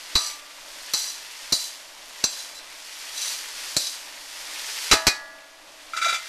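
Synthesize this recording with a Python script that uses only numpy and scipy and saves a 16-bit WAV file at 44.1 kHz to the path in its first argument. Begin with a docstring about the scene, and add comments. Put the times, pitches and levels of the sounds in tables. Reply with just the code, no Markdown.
"""Stir-frying in a steel wok

One microphone near the stove in a small kitchen: vegetables and meat sizzle over the rush of a fan.
A slotted metal spatula lands in the wok and scrapes under the food, and the sizzle swells as each turn
settles on hot metal. Knocked twice on the rim, which rings on, the spatula is laid down with a clatter."""
import sys
import numpy as np
from scipy import signal
from scipy.fft import rfft, irfft
from scipy.io import wavfile
from scipy.ndimage import uniform_filter1d

SR = 44100
rng = np.random.default_rng(int(sys.argv[2]) if len(sys.argv) > 2 else 0)


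def put_to_file(sound):
    """Save the sound as 16-bit audio at rate SR, in the file named by the first command-line argument."""
    columns = np.atleast_2d(sound).T  # one column per channel
    safe = np.clip(columns, -1, 1)
    whole_steps = np.round(safe * 32767)
    wavfile.write(sys.argv[1], SR, whole_steps.astype(np.int16))


N = 276948
TIME = np.arange(N) / SR

# The blade sliding under the food. Each row: time of full pressure, attack and hold in seconds,
# level in dB, blade focus in Hz, flare of steam in dB.
STROKES = [(0.161, 0.011, 0.11, -26.5, 4170, -1), (0.946, .01, .16, -26.5, 4600, 5.5),
           (1.535, .01, 0.11, -27.5, 4350, 10), (2.363, 0.15, 0.07, -35.5, 4770, 4),
           (2.555, .03, 0.025, -39, 5740, -6), (3.225, 0.12, .09, -29.5, 4200, 4),
           (3.785, .01, 0.14, -29.5, 4660, 7)]
# Modes of the blade against the wok. Each row: frequency in Hz, relative level in dB, t60 in seconds.
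BLADE_MODES = [(3555, -15, 0.22), (3957, 2, 0.18), (4010, 0.5, 0.16), (4320, -7, 0.18), (4740, -8, 0.22),
               (4676, -8, 0.21), (4830, -15, 0.26), (5640, -5.5, 0.13), (5790, 2.5, 0.066), (6180, 0, 0.1),
               (7590, -10, 0.27), (8700, -11.5, 0.22)]


def sizzle(pop_db=-3, bubble_db=4.0, steam_db=-37, simmer_db=-46, steam_slope=1.2, lag_s=0.017):
    """Water bursts in the oil: countless tiny pops merge into a hiss, brighter where food meets steel."""
    # Tone of the sizzle, then the part that is bubbling, the rest being steam.
    # Each row: frequency in Hz, gain in dB.
    sizzle_spectrum = [(240, -68), (400, -8.5), (563, -10), (781, -9), (893, 0.5), (1040, -3), (1330, -2),
                       (1940, 3.5), (2120, 2.5), (3510, 1), (10700, -14), (13200, -17), (14000, -28)]
    bubble_band = [(2200, 2), (4000, 0), (6000, -32)]
    pops = rng.standard_normal(N) + undb(pop_db) * clicks(rate=3000, spread_db=3.0)
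    fry = unit(shape(pops, sizzle_spectrum))
    bubbles = shape(fry, bubble_band)
    steam = fry - bubbles
    frying = frying_db()
    # Wet food smeared on bare steel flares up just behind the blade.
    flare = sum(flare_db * pressure(start + lag_s, attack + lag_s, hold)
                for start, attack, hold, _, _, flare_db in STROKES)
    bubble_level = bubble_db + frying + 0.36 * flare + 0.76 * walk(60)
    steam_level = steam_db + steam_slope * (frying - simmer_db) + flare + 0.31 * walk(45)
    return bubbles * undb(bubble_level) + steam * undb(steam_level)


def frying_db(reheat_db_per_s=13.5):
    """The frying grows as the food settles on hot metal, until the next turn lifts it."""
    # Dips after each turn or knock on the rim. Each row: quietest moment in seconds,
    # sinking time in seconds, relative level there in dB.
    dips = [(0, 0, -46.5), (.43, 0.16, -50.5), (1.29, 0.29, -46.5), (1.94, 0.45, -50), (2.65, 0.33, -48.5),
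            (3.5, 0.16, -42.5), (4.13, 0.44, -46.5), (5.22, 0.35, -54), (5.55, 0.37, -55)]
    lifts = [quietest - sinking for quietest, sinking, _ in dips[1:]] + [N / SR]
    corners = []
    for (quietest, _, db), lift in zip(dips, lifts):
        corners += [(quietest, db), (lift, db + reheat_db_per_s * (lift - quietest))]
    return np.interp(TIME, *np.transpose(corners))


def scrapes(blade_db=-4, rasp_db=-4.5, grit_db=-12):
    """The edge sticks and slips on the steel, rasping and ringing the blade; burnt specks crackle."""
    # Tone of the rasp. Each row: frequency in Hz, gain in dB.
    rasp_spectrum = [(150, -47), (500, -23), (2000, -16), (3500, -15), (4000, -5), (4700, -1), (5300, -1),
                     (6300, 3), (7500, -8), (10000, -11), (14000, -34)]
    out, t = np.zeros(N), TIME[:SR // 4]
    damped = [(hz, db, t60 * 0.21) for hz, db, t60 in BLADE_MODES]  # pressed down, it rings shorter
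    for start, attack, hold, db, focus_hz, _ in STROKES:
        slips = clicks(rate=2600, spread_db=3.5) * undb(1.5 * walk(130))
        blade_ring = ring(damped, t, focus_hz, octave_db=13, scatter_db=1.0, detune=0.012)
        blade = signal.fftconvolve(slips, blade_ring)[:N]
        rasp = signal.fftconvolve(slips, burst(rasp_spectrum, t, hold=0, t60=0.015))[:N]
        grit = shape(clicks(rate=880, spread_db=3.5), [(3500, -20), (7000, 0), (14000, -5)])
        stroke = undb(blade_db) * unit(blade) + undb(rasp_db) * unit(rasp) + undb(grit_db) * unit(grit)
        out += undb(db) * pressure(start, attack, hold) * stroke
    return shape(out, [(100, -28), (700, -0.5)])  # a thin edge radiates little bass


def pressure(full_at, attack, hold, ease_db_per_s=39, release_db_per_s=172):
    """One stroke, 0-1: the blade bears down, eases as it slides and lifts off."""
    t = TIME - full_at
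    fall_db = ease_db_per_s * np.clip(t, 0, hold) + release_db_per_s * np.maximum(t - hold, 0)
    return np.clip(1 + t / attack, 0, 1) * undb(-fall_db)


def blows(snap_db=-7.5, rebound_s=0.0043, rebound_gain=0.88):
    """Each blow chatters briefly, rings blade and wok, and lands with a low thump."""
    # Spatula on wok, the last two on the rim. Each row: start and chatter in seconds; crack, clang and
    # blade ring in dB; blade focus in Hz; wok ring in dB, its focus in Hz and fall-off in dB per octave;
    # thud in dB; push in seconds.
    hits = [ (0.1531, 0.013, -23.5, -25, -13, 3700, -31.5, 1170, 38, -19.5, 0.0061),
            (.936, 0.007, -19, -32, -22, 4570, -42, 1340, 30, -43, 0.002),
            (1.523, 0.0069, -20.5, -29, -13.5, 4350, -44.5, 1210, 20, -19.5, 0.0015),
            (2.2396, 0.0029, -18, -23, -15, 6070, -59, 1950, 13, -29, 0.0032),
            (3.766, 0.003, -16, -25.5, -21.5, 4420, -64, 900, 1, -21, 0.0018),
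            (4.913, 0.022, -15.5, -12, -12, 3700, -18.5, 1354, 17, -30, 0.0028),
            (5.068, 0.013, -14.5, -16, -18, 4970, -19.5, 1970, 10.5, -18.5, 0.0037)]
    # Tones of the crack, the edge's bright snap and the clang. Each row: frequency in Hz, gain in dB.
    crack_spectrum = [(200, -21), (1000, -9), (3650, -16), (4100, 6.5), (5000, 0), (6000, -1.5), (7300, -6),
                      (8500, -12), (11000, -18.5), (14000, -30)]
    snap_spectrum = [(3000, -22), (8000, 1), (14000, -3)]
    clang_spectrum = [(100, 5), (190, -4), (320, 5), (480, 3.5), (700, 3), (1300, 4.5), (1650, 0.5),
                      (2100, 5), (2500, 7), (3100, 1), (5000, -0.5), (12000, -20)]
    # Modes of the wok. Each row: frequency in Hz, relative level in dB, t60 in seconds.
    wok_modes = [(650, 11, 0.53), (648.2, -8.5, 4.9), (773, -3, 1.13), (862, 2, 0.88), (975.6, -2.5, 0.68),
                 (1023, -14, .2), (1180, -12, 1.1), (1213, -5, 0.25), (1279, -3.5, 0.37),
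                 (1427, -21.5, 1.76), (1497, 2, 0.26), (1685, -4, 1.1), (1828, -8.5, 0.54),
                 (1966, -12, 1.16), (2050, -4, 0.32), (2210, -8, .25), (2467, 15, 0.15), (3030, -15, 0.32),
                 (3830, 7, 0.27), (4340, 2, 0.33), (4510, -5, 1.3)]
    out, t, long_t = np.zeros(N), TIME[:SR // 2], TIME[:2 * SR]
    for (start, chatter, crack_db, clang_db, blade_db, blade_hz,
         wok_db, wok_hz, falloff_db, thud_db, push) in hits:
        add(out, start, undb(crack_db) * burst(crack_spectrum, t, chatter, t60=0.077))
        add(out, start, undb(crack_db + snap_db) * burst(snap_spectrum, t, hold=0.0037, t60=0.022))
        # Food stifles chatter and clang alike.
        add(out, start, undb(clang_db) * burst(clang_spectrum, t, chatter, t60=3.1 * chatter))
        blade = ring(BLADE_MODES, t, blade_hz, octave_db=14, scatter_db=2.0, detune=0.0062)
        add(out, start, undb(blade_db) * blade)
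        wok = ring(wok_modes, long_t, wok_hz, falloff_db, scatter_db=1.0, detune=0.0003)
        add(out, start, undb(wok_db) * wok)
        thud = -undb(thud_db) * np.sin(np.pi * np.minimum(t / push, 1)) ** 2
        add(out, start, thud)
        add(out, start + rebound_s * rng.uniform(0.53, 2.48), rebound_gain * thud)
    return out


def clatter(tick_db_per_octave=11.5):
    """Laid down, the spatula bounces on blade and handle; every tick excites the same resonances."""
    # The spatula rattling to rest. Each row: start in seconds, level in dB, ring focus in Hz.
    bounces = [(5.934, -25, 1320), (5.966, -32.5, 4420), (5.974, -23, 1100), (6.015, -23.5, 2310),
               (6.024, -20, 1720), (6.044, -19.5, 2320), (6.059, -20.5, 1470), (6.082, -21, 2400),
               (6.094, -22, 2330), (6.126, -21.5, 2190), (6.142, -23.5, 2600), (6.25, -40.5, 2300)]
    # Modes of the loose spatula and what it lies on.
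    # Each row: frequency in Hz, relative level in dB, t60 in seconds.
    spatula_modes = [(1281, -7.5, 0.17), (1355.4, 3.5, 0.098), (1484, -10.5, 0.17), (1434, -12, 0.2),
                     (2070, -8.5, 0.27), (2260, -22, 0.14), (2350, -5, 0.16), (2368, -8.5, 0.075),
                     (2440, -22, .1), (3480, -9.5, 0.24), (3680, -15, 0.22), (3870, -8, 0.24),
                     (3920, -7, 0.22), (4700, -5.5, 0.19), (6040, -8, 0.27), (6700, -11, 0.24),
                     (7100, -14.5, 0.14), (9560, -16, .2)]
    # The handle dropping on the worktop. Each row: start in seconds, level in dB.
    knocks = [(6.059, -33), (6.082, -40), (6.126, -38.5)]
    # Tones of a tick and a knock. Each row: frequency in Hz, gain in dB.
    tick_spectrum = [(150, -44), (800, -11), (2300, 6), (3000, -3), (4700, -1), (6500, -3), (8500, -9.5),
                     (11000, -17), (14000, -25)]
    knock_spectrum = [(100, -39), (450, -25), (620, 8.5), (800, 4.5), (1100, -15), (3000, -27)]
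    out, t = np.zeros(N), TIME[:SR // 2]
    tick = burst(tick_spectrum, t, hold=0.014, t60=0.13)
    for start, db, focus_hz in bounces:
        spatula = ring(spatula_modes, t, focus_hz, octave_db=7.0, scatter_db=0.0, detune=0.00057)
        # A harder contact rings higher and ticks louder.
        tick_db = -11.5 + tick_db_per_octave * np.log2(focus_hz / 2020)
        add(out, start, undb(db) * (spatula + undb(tick_db) * tick))
    for start, db in knocks:
        add(out, start, undb(db) * burst(knock_spectrum, t, hold=0.004, t60=0.12))
    return shape(out, [(80, -6), (450, 0.5)])  # so small a thing radiates little bass


def overtones(contacts, count=28, band_hz=(7000, 13800), t60=0.11, shimmer_db=-9.5):
    """Above its main modes the slotted blade has many thin, close ones; each contact sets them ringing."""
    t = TIME[:SR // 3]
    place, phase = rng.random((2, count))
    hz = np.interp(np.arange(count) + place, [0, count], band_hz)
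    shimmer = np.sin(2 * np.pi * (np.outer(t, hz) + phase)).sum(axis=1) * decay(t, t60)
    shimmer /= np.linalg.norm(shimmer)
    return contacts + undb(shimmer_db) * signal.fftconvolve(contacts, shimmer)[:N]


def kitchen(direct, wet_db=-13, t60=0.28):
    """Hard walls and worktops close by give a short, slightly dull tail."""
    t = TIME[:SR // 2]
    tail = burst([(100, -27), (600, -1.5), (5000, -2.5), (14000, -6.5)], t, 0, t60)
    tail *= t > 0.006  # the first reflection comes 6 ms late
    return direct + undb(wet_db) * signal.fftconvolve(direct, tail / np.linalg.norm(tail))[:N]


def fan(level_db=-53):
    """A fan rushes steadily behind the cooking, its level wavering slightly."""
    # Fan and room tone. Each row: frequency in Hz, gain in dB.
    fan_spectrum = [(25, 2.5), (60, -17.5), (130, -18), (200, -11.5), (250, -13), (295, 2), (340, -7),
                    (470, -8.5), (590, 3.5), (730, -1.5), (900, 0.5), (1500, -5), (4000, -32), (14000, -40)]
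    return undb(level_db + 1.4 * walk(9.4)) * noise(fan_spectrum, N)


def ring(modes, t, focus_hz, octave_db, scatter_db, detune, contact_s=0.0024):
    """Modes build up in a contact, which favours those near its focus and loads each differently."""
    hz, db, t60 = np.transpose(modes)
    weight, load, phase = rng.standard_normal((3, len(hz)))
    gains = undb(db - octave_db * np.abs(np.log2(hz / focus_hz)) + scatter_db * weight)
    loaded_hz = hz * (1 + detune * load)
    waves = np.sin(2 * np.pi * (np.outer(t, loaded_hz) + phase)) * decay(t[:, None], t60)
    return np.minimum(t / contact_s, 1) * (waves @ gains) / np.sqrt(np.sum(gains ** 2) / 2)


def burst(points, t, hold, t60):
    """Dense resonances as coloured noise, fed for `hold` seconds and then dying away."""
    return noise(points, len(t)) * decay(np.maximum(t - hold, 0), t60)


def clicks(rate, spread_db):
    """Random clicks, `rate` a second, many small and a few large; rms 1."""
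    size = undb(spread_db * np.minimum(rng.exponential(size=N), 5))
    return unit((rng.random(N) < rate / SR) * size * rng.choice([-1, 1], N))


def noise(points, size):
    """Coloured noise of rms 1."""
    return unit(shape(rng.standard_normal(size), points))


def walk(rate_hz):
    """Smooth random wander with a spread near 1."""
    step = int(SR / rate_hz)
    stairs = np.repeat(rng.standard_normal(N // step + 1), step)
    return 1.26 * uniform_filter1d(stairs, step)[:N]


def shape(x, points):
    """Filter by (Hz, dB) points joined on a log-frequency axis."""
    hz, db = np.transpose(points)
    bin_hz = np.maximum(np.arange(len(x) // 2 + 1) * SR / len(x), 1)
    return irfft(rfft(x) * undb(np.interp(np.log(bin_hz), np.log(hz), db)), len(x))


def decay(t, t60):
    """Fall by 60 dB every t60 seconds."""
    return np.exp(-np.log(1000) * t / t60)


def undb(db):
    """Decibels to gain."""
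    return 10 ** (np.asarray(db) / 20)


def unit(x):
    """Scale to an rms of 1."""
    return x / np.sqrt(np.mean(x ** 2))


def add(track, start, sound):
    """Mix a sound into the track from a given second."""
    i = int(start * SR)
    track[i:i + len(sound)] += sound[:N - i]


def scene():
    """Wok, spatula and fan reach one microphone, the same in both channels."""
    mono = fan() + kitchen(sizzle() + overtones(scrapes() + blows() + clatter()))
    return np.array([mono, mono])


def record(dry, drive=1.25, top_hz=13950):
    """The microphone rounds the loudest blows and the top is cut."""
    rounded = np.tanh(drive * dry) / drive
    return signal.sosfilt(signal.ellip(10, 0.2, 70, top_hz, fs=SR, output="sos"), rounded)


dry = scene()
out = record(dry)
put_to_file(out)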